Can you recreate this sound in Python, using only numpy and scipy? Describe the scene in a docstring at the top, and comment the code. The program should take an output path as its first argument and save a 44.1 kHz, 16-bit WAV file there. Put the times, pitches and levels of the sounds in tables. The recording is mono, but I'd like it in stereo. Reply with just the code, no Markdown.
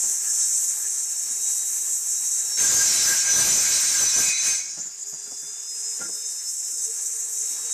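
"""Angle grinder through bamboo

A grinder with a toothed saw blade runs free, bogs down in a bamboo pole and slowly regains its speed.
The teeth tear the fibres and set the blade ringing; cooling air hisses, fan and teeth whine.
The hollow pole knocks as it is shifted. A phone held close by overloads during the cut."""
import sys
import numpy as np
from scipy import signal
from scipy.fft import rfft, irfft, next_fast_len
from scipy.io import wavfile
from scipy.ndimage import uniform_filter1d, map_coordinates

SR = 44100
rng = np.random.default_rng(int(sys.argv[2]) if len(sys.argv) > 2 else 0)


def wrap_up_sound(samples):
    """Save the sound to the file named by the first command line argument, as 16-bit audio."""
    columns = np.atleast_2d(samples).T
    # keep every value between -1 and 1, then stretch to whole-number steps
    tamed = np.clip(columns, -1, 1)
    steps = np.round(tamed * 32767).astype(np.int16)
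    wavfile.write(sys.argv[1], SR, steps)


N = 340893
FIRM_BITE_DB, FIRM_JUDDER_DB = -22, -44  # a firm cut: the reference for tearing and ringing
FREE_TURNS = 461  # unloaded motor speed, turns/s

# Envelopes of the cut: t/s, bite level/dB, pole judder level/dB
CUT_ENVELOPE = [(2.57, -29, -63), (2.61, -22.5, -39), (2.76, -23, -39.5), (2.81, -20.5, -42.5),
                (3.02, -22.5, -47), (3.11, -21.5, -37), (3.22, -25, -58), (3.3, -24, -49),
                (3.37, -21.5, -37), (3.5, -22, -37), (3.68, -22, -48.5), (3.98, -23, -51),
                (4.03, -23.5, -36), (4.12, -25, -59), (4.19, -23, -35.5), (4.3, -24.5, -52),
                (4.34, -31, -73), (4.41, -30, -70), (4.48, -22, -45.5), (4.56, -29, -64), (4.66, -41, -65),
                (4.85, -58, -74)]
# Bright rasp of the bite: f/Hz, relative level/dB
BITE_EQ = [(530, -23), (900, -19), (1240, -19), (1580, -11.5), (1740, -14.5), (2130, -12.5), (3220, -17),
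           (4080, -10), (4760, -10.5), (6150, 1.5), (6680, -1.5), (8200, -3), (10500, -22.5), (13600, -69),
           (22000, -120)]
# Top-end sizzle of tearing fibres, also heard in the air: f/Hz, relative level/dB
FIZZ_EQ = [(5000, -32.5), (8500, 4), (9420, -5.5), (12300, -3), (13700, -5), (14300, -3)]
# Low growl of the shaking pole: f/Hz, relative level/dB
JUDDER_EQ = [(15, -37), (25, 0.5), (128, 5), (229, 0.5), (294, 3), (1160, -2), (1300, -2), (1690, -12),
             (2860, -120)]
# Fine blade modes, the metallic sheen: f/Hz, bandwidth/Hz, relative level/dB
RIM_MODES = [(4884, 12, -11), (5015, 30, -13), (5290, 24, -12), (5428, 18, -7), (5512, 16, -5),
             (5685, 18, -8), (5800, 20, -8), (6100, 18, -5), (6238, 18, -4), (6485, 18, -5), (6750, 24, -7),
             (7340, 26, -1), (7500, 28, -5), (7955, 24, -2), (8568, 26, -6), (9865, 30, -19),
             (11000, 70, -24), (11900, 50, -26)]

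def cut():
    """Teeth tear the fibres: noise that rings the blade and shakes the pole. Returns mid and side."""
    span = slice(round(CUT_ENVELOPE[0][0] * SR), round(CUT_ENVELOPE[-1][0] * SR))
    bite_db, judder_db = [curve[span] for curve in envelopes(CUT_ENVELOPE)]
    tear_db = -29.5 + 1.06 * (bite_db - FIRM_BITE_DB) + 0.31 * (judder_db - FIRM_JUDDER_DB)
    n = len(bite_db)
    chatter_db = 0.5 * wobble(40)[span]
    bite = amp(bite_db + chatter_db) * noise_pair(eq(BITE_EQ), patchy_db=1.9, size=n)
    rim = amp(bite_db - 1.5) * noise_pair(modes(RIM_MODES), patchy_db=4.1, size=n)
    tear = amp(tear_db + 2.4 * chatter_db) * noise_pair(eq(FIZZ_EQ), patchy_db=3.3, size=n)
    judder_gain = amp(judder_db + 0.98 * wobble(24.9)[span])
    judder = judder_gain * noise_pair(eq(JUDDER_EQ), patchy_db=1.7, size=n)
    mid, side = bite + rim + tear + judder
    out = np.zeros((2, N))
    out[0, span] = mid + blade_ring(bite_db, span)
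    out[1, span] = amp(-2.5) * side
    return out


# Large-area blade modes, in groups A-F that ring together: f/Hz, bandwidth/Hz, relative level/dB
BLADE_MODES = [
    [(1602, 14, 0)],
    [(2085, 30, -11), (2251, 12, -2), (2497, 9, 2)],
    [(3530, 14, -13), (3985, 12, 0), (4540, 20, -9)],
    [(6010, 14, 0)],
    [(6354, 22, 0)],
    [(7089, 14, 0)],
]
# Sustained ring of each group: level at a firm bite/dB, change as the cut deepens/(dB/s)
BLADE_SUSTAIN = [(-41, -1.5), (-49.5, 5), (-45, 2.5), (-41, 6), (-35.5, 3), (-33, -1)]
# Accents where one group sings out: t/s, group, peak level/dB, length/s
BLADE_ACCENTS = [(2.63, "E", -24, 0.13), (2.72, "E", -28, .08), (2.77, "F", -28, .08),
                 (2.835, "A", -31.5, 0.077), (3.03, "C", -41.5, 0.25), (3.126, "A", -34, 0.16),
                 (3.106, "D", -29, .15), (3.29, "A", -39, 0.076), (3.26, "B", -41, 0.12),
                 (3.345, "D", -20, 0.093), (3.38, "E", -26, 0.058), (3.385, "A", -35, 0.084),
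                 (3.5, "F", -26, 0.13), (3.52, "D", -24.5, 0.33), (3.65, "B", -44, 0.13),
                 (3.88, "B", -45, .25), (3.962, "A", -35, 0.074), (4.042, "D", -20.5, .08),
                 (4.195, "D", -22.5, 0.11), (4.192, "A", -38, 0.058), (4.264, "F", -19, 0.097),
                 (4.344, "C", -32.5, 0.16), (4.346, "B", -33.5, 0.15), (4.556, "B", -45, .12)]

def blade_ring(bite_db, span):
    """Each group of blade modes rings along with the bite and now and then sings out."""
    t = np.arange(N)[span] / SR
    drive_db = 0.77 * (bite_db - FIRM_BITE_DB)
    ring = 0
    for name, group_modes, (db, db_per_s) in zip("ABCDEF", BLADE_MODES, BLADE_SUSTAIN):
        sustain_db = db + db_per_s * (t - t[0]) + drive_db + 2.5 * wobble(13)[span]
        accents = sum(amp(peak_db) * np.exp(-(2 * (t - at) / length) ** 2)
                      for at, group, peak_db, length in BLADE_ACCENTS if group == name)
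        metal = unit_rms(filtered(rng.standard_normal(len(t)), modes(group_modes)))
        ring += (amp(sustain_db) + accents) * metal
    return ring


def motor_speed():
    """Turns/s of the motor: it creeps towards free speed, is dragged down in the wood and recovers."""
    start_turns, loaded_turns = 449.4, 356
    entry_s, through_s, drag_s, regain_s = 2.583, 4.27, 0.19, 1.3
    t = np.arange(N) / SR

    def regain(turns, elapsed):
        return FREE_TURNS - (FREE_TURNS - turns) * np.exp(-elapsed / regain_s)

    drop = regain(start_turns, entry_s) - loaded_turns
    dragged = loaded_turns + drop * np.exp(-np.abs(t - entry_s) / drag_s)
    recovering = regain(loaded_turns, t - through_s)
    return np.select([t < entry_s, t < through_s], [regain(start_turns, t), dragged], recovering)


# Envelopes of the running machine: t/s, cooling air level/dB, housing rattle level/dB
AIR_ENVELOPE = [(0, -23, -46.5), (.61, -22.5, -49), (1.02, -27.5, -50.5), (1.62, -24, -49),
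                (1.77, -26, -51), (2.15, -25, -49.5), (2.56, -25, -48.5), (4.66, -35, -54),
                (4.8, -32.5, -54), (4.98, -36, -54), (5.1, -31.5, -55.5), (5.17, -34.5, -55.5),
                (5.7, -33.5, -54), (5.79, -31, -53), (6.27, -30, -53.5), (6.78, -28, -54),
                (7.34, -30, -51.5), (7.42, -27.5, -48.5), (7.73, -28.5, -50.5)]
# Bright vent hiss at full speed: f/Hz, relative level/dB
FAST_AIR_EQ = [(2530, -45), (4300, -34), (4760, -54), (5090, -47.5), (5220, -23), (5300, -14.5), (6180, -1),
               (6830, -2), (7420, 1), (7850, 0.5), (9420, -14), (10500, -17.5), (13600, -36.5),
               (22000, -120)]
# Duller vent hiss at low speed: f/Hz, relative level/dB
SLOW_AIR_EQ = [(2530, -70), (4300, -38), (4810, -16), (5130, -5.5), (5800, -7), (6780, 4.5), (7200, 2),
               (7700, -5.5), (10500, -31), (13600, -70), (22000, -120)]
# Broad rattle of the housing: f/Hz, relative level/dB
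HOUSING_EQ = [(15, -49), (25, -14), (261, -16.5), (446, -12), (583, -22.5), (713, -9), (1490, -11),
              (1700, -8), (1950, -8), (2850, -9.5), (3110, -14.5), (3400, -13.5), (3890, -9.5),
              (4550, -7.5), (5200, -3), (6760, -49), (11400, -120)]
# Blade and guard stirred by the motor: f/Hz, bandwidth/Hz, relative level/dB
IDLE_MODES = [(407, 30, -3), (1385, 14, 1.5), (1621, 28, 1.5), (1748, 45, 2)]

def air_and_rattle():
    """Cooling air gusts through the vents, brighter at speed; the housing rattles. Mid and side."""
    turns = motor_speed()
    air_db, rattle_db = envelopes(AIR_ENVELOPE)
    crossfade = np.clip((turns - 395) / 55, 0, 1)
    gust_db, surge_db = 1.05 * wobble(60), 1.3 * wobble(14)
    fast_air = np.sqrt(crossfade) * noise_pair(eq(FAST_AIR_EQ), patchy_db=1.0)
    slow_air = np.sqrt(1 - crossfade) * noise_pair(eq(SLOW_AIR_EQ), patchy_db=3.0)
    hiss = amp(air_db + gust_db + surge_db) * (fast_air + slow_air)
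    fizz_db = air_db - 11 - 0.12 * (FREE_TURNS - turns) + 0.6 * gust_db + 2.1 * wobble(16)
    housing = noise_pair(eq(HOUSING_EQ), patchy_db=1.5)
    ring_db = -7.5 - 0.57 * np.arange(N) / SR  # tucked under the rattle, slowly fading
    ring = amp(ring_db) * noise_pair(modes(IDLE_MODES), patchy_db=3.0)
    fizz = amp(fizz_db) * noise_pair(eq(FIZZ_EQ), patchy_db=1.6)
    rattle = amp(rattle_db + 1.3 * wobble(16)) * (housing + ring)
    return hiss + fizz + rattle


# Swells of the whine: t/s, fan level/dB, teeth level/dB, armature hum level/dB
WHINE_ENVELOPE = [(0, -48, -78, -72), (.42, -37.5, -57, -69), (.84, -51, -63, -72), (1.2, -42, -61.5, -72),
                  (1.54, -47, -48.5, -70), (1.7, -55, -55, -71), (1.96, -53, -59, -75),
                  (2.24, -39.5, -56.5, -76), (2.42, -49.5, -51.5, -68), (2.56, -31, -49.5, -64),
                  (2.585, -36, -36, -64), (2.61, -57, -54, -70), (4.6, -63, -68, -74),
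                  (5.0, -60, -72, -69.5), (5.22, -47.5, -63, -64.5), (5.55, -51, -56.5, -65.5),
                  (5.75, -38.5, -60.5, -62.5), (6, -44, -65, -61.5), (6.25, -40, -54.5, -61),
                  (6.58, -42, -69, -74), (6.85, -42.5, -61.5, -63.5), (7.12, -57, -68, -61.5),
                  (7.54, -39.5, -55.5, -63), (7.73, -44, -48.5, -64)]
# Scream of the teeth in the wood, an octave above their whine: t/s, level/dB
SCREAM_ENVELOPE = [(2.585, -60), (2.62, -27), (2.72, -26), (2.8, -31), (2.88, -46), (4.22, -46),
                   (4.32, -33), (4.55, -27), (4.66, -48)]

def whine():
    """Fan vanes, saw teeth and armature each sing at a pitch tied to the motor speed."""
    vane_count, tooth_count, gear_ratio = 12, 24, 13 / 37
    turns = motor_speed()
    fan_hz, tooth_hz = turns * vane_count, turns * gear_ratio * tooth_count
    fan_db, tooth_db, hum_db = envelopes(WHINE_ENVELOPE)
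    scream_db, = envelopes(SCREAM_ENVELOPE, left=-120, right=-120)
    octave_db = -56 - 0.5 * (FREE_TURNS - turns) + 3 * wobble(4.95)  # dies away as the motor slows
    fan = tone(fan_hz, fan_db, jitter_rad=0.39, flutter_db=3.1)
    fan_octave = tone(2 * fan_hz, octave_db, jitter_rad=0.9, flutter_db=5)
    teeth = tone(tooth_hz, tooth_db, jitter_rad=0.36, flutter_db=2.8)
    scream = tone(2 * tooth_hz, scream_db, jitter_rad=0.6, flutter_db=3.2)
    hum = tone(turns, hum_db, jitter_rad=1.02, flutter_db=4.5)
    return fan + fan_octave + teeth + scream + hum


# Hits on the pole: t/s, drive level/dB, thud f/Hz, relative wall send/dB, 60 dB decay time/s
POLE_HITS = [(0.028, -40, 902, -10, 0.24), (1.299, -51.5, 262, -1, 0.16), (4.769, -38.5, 152, -11, 0.18),
             (4.847, -48.5, 160, -1, 0.17), (5.123, -40.5, 139, -16, 0.13), (5.249, -50, 434, -5, 0.35),
             (5.311, -37, 744, -23, 0.083), (5.419, -50.5, 151, -4, 0.34), (5.991, -38.5, 496, -2.5, 0.26),
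             (6.01, -28, 832, 2, 0.053), (6.045, -42, 344, 1.5, 0.15), (6.083, -36.5, 441, -17, 0.11),
             (6.119, -52, 580, 1, 0.39), (6.719, -49.5, 339, 1, 0.087), (7.499, -51, 370, -17, 0.22)]
# Hollow body of the pole: f/Hz, bandwidth/Hz, gain/dB
BODY_MODES = [(215, 73, 5.5), (333, 41, 7.5), (533, 230, 0.5), (860, 200, 0.5), (1050, 240, -2.5)]
# Narrow, woody ring of the tube wall: f/Hz, bandwidth/Hz, gain/dB
WALL_MODES = [(1404, 17, 7.5), (1630, 30, 1.5), (1780, 90, -10.5), (2050, 83, -9.5)]

def pole_knocks():
    """Each knock is a short noisy push into the hollow body and the wall of the tube."""
    attack_s, wall_boost_db = 0.0058, 17.5
    body, wall = np.zeros((2, N + SR))
    t = np.arange(SR // 4) / SR
    for at, db, thud_hz, send_db, decay_s in POLE_HITS:
        span = slice(round(at * SR), round(at * SR) + len(t))
        envelope = amp(db - 60 * t / decay_s) * (1 - np.exp(-t / attack_s))
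        body_noise, wall_noise = rng.standard_normal((2, len(t)))
        thud = 0.7 * np.sin(2 * np.pi * thud_hz * t)
        body[span] += envelope * (2.87 * body_noise + thud)
        wall[span] += amp(send_db + wall_boost_db) * envelope * wall_noise
    return filtered(body[:N], modes(BODY_MODES)) + filtered(wall[:N], modes(WALL_MODES))


def tone(hz, db, jitter_rad, flutter_db):
    """A sine with phase jitter and a level that flutters around db (rms)."""
    phase = 2 * np.pi * np.cumsum(hz) / SR + jitter_rad * wobble(45)
    return np.sqrt(2) * amp(db + flutter_db * wobble(30)) * np.sin(phase)


def noise_pair(response, patchy_db, size=N):
    """Two noises of one colour, rms 1, sharing random patches of gain in time and frequency."""
    real, imag = rng.standard_normal((2, 2, 257, size // 256 + 3))
    patches = uniform_filter1d(rng.standard_normal(real.shape[1:]), 10, axis=0)
    patches = uniform_filter1d(patches, 8, axis=1)
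    spectra = (real + 1j * imag) * amp(patchy_db * unit_rms(patches))
    _, pair = signal.istft(spectra, window="cosine", nperseg=512)
    return unit_rms(filtered(pair[:, :size], response))


def wobble(rate):
    """A smooth random modulator with rate knots a second."""
    steps = np.arange(0, N + 32, 32)
    knots = rng.standard_normal(int(N * rate / SR) + 4)
    return np.interp(np.arange(N), steps, map_coordinates(knots, [steps * rate / SR]))


def envelopes(rows, **ends):
    """One value per sample for each column after the time."""
    times, *columns = np.transpose(rows)
    return [np.interp(np.arange(N) / SR, times, column, **ends) for column in columns]


def eq(points):
    """The response through (f/Hz, level/dB) points on a log frequency axis."""
    f, db = np.transpose(points)
    return lambda hz: amp(np.interp(np.log(hz + 1), np.log(f + 1), db))


def modes(table):
    """The response of a bank of resonators, summed with alternating polarity."""
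    return lambda f: sum((-1) ** k * amp(db) * 1j * f * width / (centre ** 2 - f ** 2 + 1j * f * width)
                         for k, (centre, width, db) in enumerate(table))


def filtered(x, response):
    """x through a frequency response, padded to leave room for ringing."""
    n = x.shape[-1]
    padded = next_fast_len(n + SR // 4)
    return irfft(rfft(x, padded) * response(np.fft.rfftfreq(padded, 1 / SR)), padded)[..., :n]


def amp(db):
    return 10 ** (np.asarray(db) / 20)


def unit_rms(x):
    return x / np.sqrt(np.mean(x ** 2) + 1e-20)


# Stereo width, opening up in the treble: f/Hz, side gain/dB
WIDTH_EQ = [(60, -28), (2500, -33), (4200, -29), (5000, -50), (6000, -29.5), (8000, -10.5), (10000, -7),
            (14000, -7.5)]

def scene():
    """Treble noise arrives from all around; tones and knocks stay in the middle."""
    mid, side = air_and_rattle() + cut()
    mid = mid + whine() + pole_knocks()
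    side = filtered(side, eq(WIDTH_EQ))
    return np.array([mid + side, mid - side])


def record(dry):
    """The phone overloads; below the treble the sound stays near mono, and the very top is cut off."""
    ceiling, top_hz = 0.19, 14290
    side_eq = eq([(60, -20), (500, -30), (2000, -33), (4000, -48), (4900, 1.5)])
    left, right = dry / (1 + np.abs(dry / ceiling) ** 6) ** (1 / 6)
    mid = (left + right) / 2
    side = filtered((left - right) / 2, side_eq)
    return filtered(np.array([mid + side, mid - side]), lambda hz: hz < top_hz)


dry = scene()
out = record(dry)
wrap_up_sound(out)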